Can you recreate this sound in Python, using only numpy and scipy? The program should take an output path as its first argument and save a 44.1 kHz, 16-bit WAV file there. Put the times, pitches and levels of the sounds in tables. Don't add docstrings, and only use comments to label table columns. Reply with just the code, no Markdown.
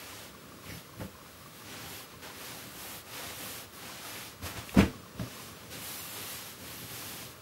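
import sys
import numpy as np
from scipy import signal
from scipy.fft import rfft, irfft
from scipy.io import wavfile
from scipy.ndimage import uniform_filter1d

SR = 44100
rng = np.random.default_rng(int(sys.argv[2]) if len(sys.argv) > 2 else 0)


def put_to_file(sound):
    columns = np.atleast_2d(sound).T
    safe = np.clip(columns, -1, 1)
    whole_steps = np.round(safe * 32767)
    wavfile.write(sys.argv[1], SR, whole_steps.astype(np.int16))


def ratio(d):
    e = np.asarray(d, float) / 20
    return 10 ** e


N = 327177
TIME = np.arange(N) / SR
FREQ = np.fft.rfftfreq(N, 1 / SR)


def unit(x):
    return x / np.sqrt(np.mean(x ** 2))


def colour(x, spectrum):
    hz, db = np.transpose(spectrum)
    gain_db = np.interp(np.log(FREQ + 1), np.log(hz), db)
    return irfft(rfft(x) * ratio(gain_db), N)


def band(x, hz, octaves):
    off = np.clip(np.log2((FREQ + 1) / hz) / octaves, -1, 1)
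    return irfft(rfft(x) * np.cos(np.pi * off / 2) ** 2, N)


def walk(rate_hz):
    hold = int(SR / rate_hz)
    steps = np.repeat(rng.standard_normal(N // hold + 1), hold)
    slewed = uniform_filter1d(uniform_filter1d(steps, hold), hold)
    return unit(slewed[:N])


def ring(x, hz, t60):
    decay = np.log(1000) / (max(t60, .005) * SR)
    pole = np.exp(2j * np.pi * hz / SR - decay)
    return signal.lfilter([1], [1, -pole], x).imag


def add(out, s, burst):
    i = int(s * SR)
    out[i:i + len(burst)] += burst[:N - i]


# (frequency [Hz], density [dB/Hz])
QUIET_SPECTRUM = [(18, -45), (30, -4.5), (88, 1.5), (192, 1.5), (277, -1.5), (456, -3), (624, -3),
                  (730, -13), (855, -8.5), (974, -9.5), (1140, -3.5), (1920, -11), (5340, -15.5),
                  (14400, -27), (15600, -43)]
# (frequency [Hz], peak level [dB])
WHINE_TONES = [(15682, -65.5)]


def quiet():
    air = colour(rng.standard_normal(N), QUIET_SPECTRUM)
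    octaves = [(hz, band(air, hz, 1)) for hz in 31 * 2 ** np.arange(10)]
    air = sum(x * ratio(min(300 / hz, 1.5) * walk(4.09)) for hz, x in octaves)
    whine = sum(ratio(db) * np.sin(2 * np.pi * hz * TIME) for hz, db in WHINE_TONES)
    return unit(air) * ratio(-52) + whine


# (time of top speed [s], speed-up [s], slow-down [s], rustle level [dB], fine weave re rustle [dB])
QUILT_HANDS = [
    (.03, .2, 0.18, -52, -5),
    (.22, 0.17, 0.1, -51.5, -6.5),
    (.73, 0.11, 0.1, -54, -3),
    (1.03, .06, 0.053, -58, -1.5),
    (1.27, 0.067, 0.098, -65, -1),
    (1.5, 0.27, 0.12, -65, 1),
]
BOLSTER_HANDS = [(1.58, 0.059, 0.11, -57.5, -1), (1.74, 0.11, 0.17, -50.5, -7.5),
                 (1.95, 0.19, 0.12, -49, -3), (2.13, 0.08, 0.032, -60, -8), (2.245, 0.029, 0.14, -50, -7.5),
                 (2.44, .11, 0.14, -50, -4.5), (2.54, 0.13, 0.19, -50.5, -3.5), (2.78, 0.13, 0.11, -52, -2),
                 (2.92, .17, 0.11, -49.5, -1.5), (3.14, 0.096, 0.06, -51.5, -4),
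                 (3.26, 0.16, .12, -45.5, -4.5), (3.46, 0.13, 0.16, -46, -1.5),
                 (3.6, 0.06, 0.065, -50.5, -3), (3.76, 0.041, 0.063, -54.5, -2),
                 (3.88, 0.11, 0.23, -49, -6.5), (4.12, 0.11, 0.24, -47.5, -5), (4.465, 0.049, .09, -47, -5),
                 (4.58, 0.063, .08, -49.5, -9.5), (4.72, 0.096, 0.2, -52.5, -1.5)]
PILLOW_HANDS = [(4.88, 0.071, 0.12, -57, -9), (5.23, 0.064, 0.17, -51.5, -7.5),
                (5.43, .16, 0.12, -52, -3.5), (5.6, 0.11, 0.15, -57.5, -5),
                (5.735, 0.035, 0.078, -47.5, -4.5), (5.9, .13, 0.13, -45.5, -1),
                (6.05, .13, 0.12, -49.5, 0), (6.24, 0.19, 0.19, -45.5, -2), (6.44, 0.14, 0.14, -49.5, -3),
                (6.69, 0.13, 0.32, -50, -2), (7.0, 0.13, .15, -47, -2), (7.2, 0.18, 0.087, -48.5, -3),
                (7.3, .05, 0.043, -56.5, -2.5)]
COARSE_WEAVE_DB = [1.5, 2.5, 0.6]
COARSE_PER_FINE = -0.45
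LIFT_DB = -3
STROKE_BLUNT, REST_DB = 1.46, -65


def hands():
    power = np.full(N, ratio(2 * REST_DB))
    coarse, fine = np.zeros(N), np.zeros(N)
    cloths = QUILT_HANDS, BOLSTER_HANDS, PILLOW_HANDS
    for strokes, cloth_coarse_db in zip(cloths, COARSE_WEAVE_DB):
        for s, rise, fall, db, fine_db in strokes:
            away = np.where(TIME < s, (s - TIME) / rise, (TIME - s) / fall)
            stroke = ratio(2 * db) * np.clip(1 - away ** 2, 0, 1) ** STROKE_BLUNT
            lift_db = LIFT_DB * away * (TIME > s)
            power = power + stroke
            coarse = coarse + stroke * (cloth_coarse_db + COARSE_PER_FINE * fine_db + lift_db)
            fine = fine + stroke * fine_db
    return 10 * np.log10(power), coarse / power, fine / power


def slips(scatter_db):
    size = np.minimum(rng.exponential(size=N), 5)
    return unit(rng.standard_normal(N) * ratio(scatter_db * size))


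# (frequency [Hz], density [dB/Hz])
COTTON_SPECTRUM = [(180, -17), (300, 1.5), (348, -10), (391, 1.5), (425, -8), (485, -2.5), (721, -5),
                   (796, -1.5), (954, -5), (3040, -3), (8600, -8.5), (12200, -5.5), (13900, -6.5),
                   (15600, -14)]


def rustle(level_db, coarse_db, fine_db):
    cloth = colour(slips(1.33), COTTON_SPECTRUM)
    middle_bins = rfft(cloth)[(FREQ > 2500) & (FREQ < 8000)]
    middle_rms = np.sqrt(np.sum(np.abs(middle_bins) ** 2) * 2) / N
    steady_coarse, steady_fine = np.median(coarse_db), np.median(fine_db)
    folds, out = 0.5 * walk(15), 0
    for hz in 250 * 2 ** np.arange(0, 6.1, .5):
        coarse = np.clip(np.log2(3500 / hz), 0, 1) * (coarse_db - steady_coarse)
        fine = np.clip(np.log2(hz / 6000), 0, 1) * (fine_db - steady_fine)
        strip = band(cloth, hz, .5)
        out = out + strip * ratio(coarse + fine + folds + 0.63 * walk(18))
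    return out / middle_rms * ratio(level_db)


# (time [s], load level [dB], length [s])
BODY_LEANS = [(.5, -56, 0.055), (0.713, -50, 0.12), (1.03, -45, 0.088), (1.807, -51, 0.26),
              (2.157, -52, 0.051), (2.344, -52.5, 0.056), (2.683, -52, 0.09), (2.5, -59, 0.049),
              (3.627, -57, 0.098), (7.224, -54, .08), (3.266, -56, 0.056), (3.426, -48.5, 0.059),
              (3.85, -53.5, 0.054), (4.46, -42, 0.065), (4.576, -47, 0.047), (4.9, -49.5, 0.21),
              (5.212, -46, 0.08), (5.377, -53.5, 0.41), (5.736, -50, 0.14), (6.028, -55, 0.047),
              (6.21, -50, 0.074), (6.64, -51, 0.097), (6.83, -47.5, 0.056), (6.74, -52, .06),
              (6.92, -53, 0.044), (7.103, -52.5, 0.12), (7.29, -52.5, 0.055)]


def load(level_db):
    leans = sum(ratio(2 * db) * np.exp(-(2 * (TIME - s) / length) ** 2) for s, db, length in BODY_LEANS)
    hand_load_db = level_db - 11
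    return 10 * np.log10(leans + ratio(2 * hand_load_db))


# (frequency [Hz], density [dB/Hz])
STUFFING_SPECTRUM = [(21, -66), (35, -36), (45, -9), (53, -13.5), (102, 3), (238, -3.5), (320, -4),
                     (350, -13), (400, -5), (520, -12), (880, -120)]


def mattress(load_db):
    stuffing = colour(slips(0.67), STUFFING_SPECTRUM)
    octaves = [band(stuffing, hz, 1) for hz in 40 * 2 ** np.arange(5)]
    lumps = sum(x * ratio(1.3 * walk(9.8)) for x in octaves)
    packed_db = -47
    return unit(lumps) * ratio(np.minimum(load_db, packed_db))


def faint_ticks(count):
    when, size, pitch = rng.random((count, 3)).T
    level_db = -46 - 4 * size
    ring_hz = 1120 + 83 * (2 * pitch - 1)
    return list(zip(when * N / SR, level_db, ring_hz))


# (time [s], peak level [dB], ring [Hz])
CLEAR_TICKS = [(0.1285, -43.5, 1030), (0.3487, -44.5, 1110), (0.5184, -45.5, 1160), (0.5861, -46, 1120),
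               (0.6407, -45, 1054), (0.892, -46, 1120), (0.9363, -45, 1094), (1.1516, -46, 1050),
               (1.4104, -47, 1140), (1.459, -43, 1150), (1.62, -46, 1120), (2.0033, -45, 1060),
               (2.139, -46, 1040), (2.3006, -43, 1010), (3.4585, -44, 1090), (3.7748, -43.5, 1105),
               (3.894, -44, 1040), (4.0483, -42, 1260), (4.719, -45, 1130), (4.936, -44, 1120),
               (5.036, -47, 1180), (5.271, -43, 1170), (5.3643, -44, 1070), (5.396, -42.5, 1030),
               (5.487, -43, 1120), (5.5286, -46, 1120), (5.9953, -45, 1050), (6.34, -43, 1110),
               (5.061, -45, 1070), (7.0206, -46, 1070)]


def ticks():
    out, knock = np.zeros(N), np.hanning(int(0.002 * SR))
    for s, db, hz in CLEAR_TICKS + faint_ticks(count=40):
        push = knock * np.cos(2 * np.pi * hz * TIME[:len(knock)])
        push = np.pad(push, (0, 2000))
        tick = ring(push, hz, 0.045)
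        add(out, s, ratio(db - 0.5) * tick / np.abs(tick).max())
    return out


# (time of peak [s], level [dB], fall time [s], brightest frequency [Hz], tilt above it [dB/octave])
AIR_PUFFS = [(.665, -51.5, 0.33, 2500, -33), (.70, -49.5, 0.39, 2230, -33), (.7, -53, .4, 5500, -40),
             (1.003, -44, 0.05, 1400, -11), (1.016, -42, 0.16, 500, -7), (4.463, -39.5, 0.19, 700, -3.5),
             (4.575, -41.5, 0.16, 800, -3), (4.694, -41, 0.026, 2500, -16), (4.746, -37, .05, 600, -5),
             (4.791, -27, 0.21, 403, -6), (4.796, -33, 0.23, 1500, -7), (4.808, -33.5, 0.11, 2400, -34),
             (5.197, -41, 0.039, 1200, -10), (5.203, -43.5, 0.23, 613, -34), (.782, -48, 0.022, 3500, -30),
             (2.232, -53, .05, 2600, -10)]


def puffs():
    out = 0
    for s, db, fall, hz, tilt_db in AIR_PUFFS:
        rise = fall * 0.052 * ratio(0.55 * (db + 41))
        spectrum = [(hz / 4, 0.66 * tilt_db - 12), (hz, 0), (hz * 4, 2 * tilt_db), (hz * 32, 5.8 * tilt_db)]
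        air = unit(colour(slips(3.1), spectrum))
        swelling = np.exp(-((TIME - s) / rise) ** 2)
        escaping = ratio(-60 * np.abs(TIME - s) / fall)
        out = out + ratio(db) * np.where(TIME < s, swelling, escaping) * air
    return out * ratio(0.4 * walk(60))


def thud(push, hz, t60):
    patch = ring(ring(push, hz, t60), hz, 0.19 * t60)
    return patch / patch.max(), patch.argmax() / SR


# (time [s], peak level [dB], low ring [Hz], upper ring [Hz], upper ring re peak [dB])
PILLOW_PATCHES = [(0.691, -38, 151, 550, -14), (0.721, -34, 152, 288, -12), (0.77, -37, 158, 304, -13),
                  (0.996, -38, 205, 310, -5), (1.013, -32, 124, 291, -12), (1.022, -36, 108, 540, -1),
                  (1.044, -33, 154, 380, -13), (4.43, -34.5, 88.3, 409, -24), (4.442, -33.5, 113, 600, -8),
                  (4.564, -53, 278, 310, -13), (4.581, -31.5, 110, 347, -13), (4.745, -41.5, 278, 500, 9.5),
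                  (4.76, -25, 190, 510, -2.5), (4.769, -11, 205, 274, -9), (4.785, -9, 200, 296, -8),
                  (4.798, -21, 102, 452, 0.5), (4.811, -17, 144, 450, -15), (4.83, -17, 93.5, 295, -3.5),
                  (4.839, -27.5, 123, 331, -3), (4.855, -33, 95, 342, 0), (4.878, -34, 267, 291, -11),
                  (5.194, -26.5, 181, 286, -10.5), (5.21, -25.5, 136, 615, -13),
                  (5.227, -35.5, 143, 285, -2)]
# (frequency [Hz], level [dB], t60 [s])
FRAME_MODES = [(72, -22.5, .2), (113, -21, 0.025), (180, -4, 0.057), (310, 7, 0.085), (468, -29, .08),
               (660, -42, .07)]


def landings():
    own, pushes, span = np.zeros(N), np.zeros(N), int(.3 * SR)
    for s, db, low_hz, upper_hz, upper_db in PILLOW_PATCHES:
        for hz, gain in (low_hz, ratio(db - 3.5)), (upper_hz, ratio(db + upper_db - 1.0)):
            push = np.sin(np.pi * np.clip(TIME[:span] * 2 * hz, 0, 1))
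            patch, build = thud(push, hz, t60=.06)
            add(own, s + 0.00373 - build, gain * patch)
            add(pushes, s, gain * push / push.sum())
    frame = sum(ratio(db) * ring(pushes, hz, t60) for hz, db, t60 in FRAME_MODES)
    return own + ratio(-25) * frame


def room(x):
    t60, tail_db = 0.29, -13.5
    t = TIME[:int(.5 * SR)]
    tail = rng.standard_normal(len(t)) * ratio(-60 * t / t60) * (t > .004)
    tail = signal.lfilter([1], [1, -.4], tail)
    tail = tail / np.linalg.norm(tail)
    return x + ratio(tail_db) * signal.fftconvolve(x, tail)[:N]


def channel_slips(x, count):
    low_hz, octaves, width, frame = 4800, 1.7, .09, 1024
    right, fade = x[1].copy(), signal.windows.tukey(frame + 256, .4)
    for when, height in rng.random((count, 2)):
        i = int(when * (N - 3 * frame)) + frame
        hz = low_hz * 2 ** (octaves * height)
        edges = [hz * (1 - width), min(hz * (1 + width), 15700)]
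        sos = signal.butter(4, edges, "band", fs=SR, output="sos")
        strip = signal.sosfiltfilt(sos, x[1, i - frame:i + len(fade)])
        right[i:i + len(fade)] += fade * (strip[:len(fade)] - strip[frame:])
    return np.array([x[0], right])


def scene():
    level_db, coarse_db, fine_db = hands()
    bed = rustle(level_db, coarse_db, fine_db) + mattress(load(level_db)) + landings() + puffs()
    return np.tile(room(bed) + ticks() + quiet(), (2, 1))


def low_pass(x):
    return signal.sosfilt(signal.butter(12, 16570, fs=SR, output="sos"), x)


def record(dry):
    x = colour(dry, [(25, -7), (40, -16), (52, -14.5), (66, 0.0)])
    x = irfft(rfft(x) * (FREQ < 15760), N)
    mix = channel_slips(x, count=34)
    return low_pass(mix)


dry = scene()
out = record(dry)
put_to_file(out)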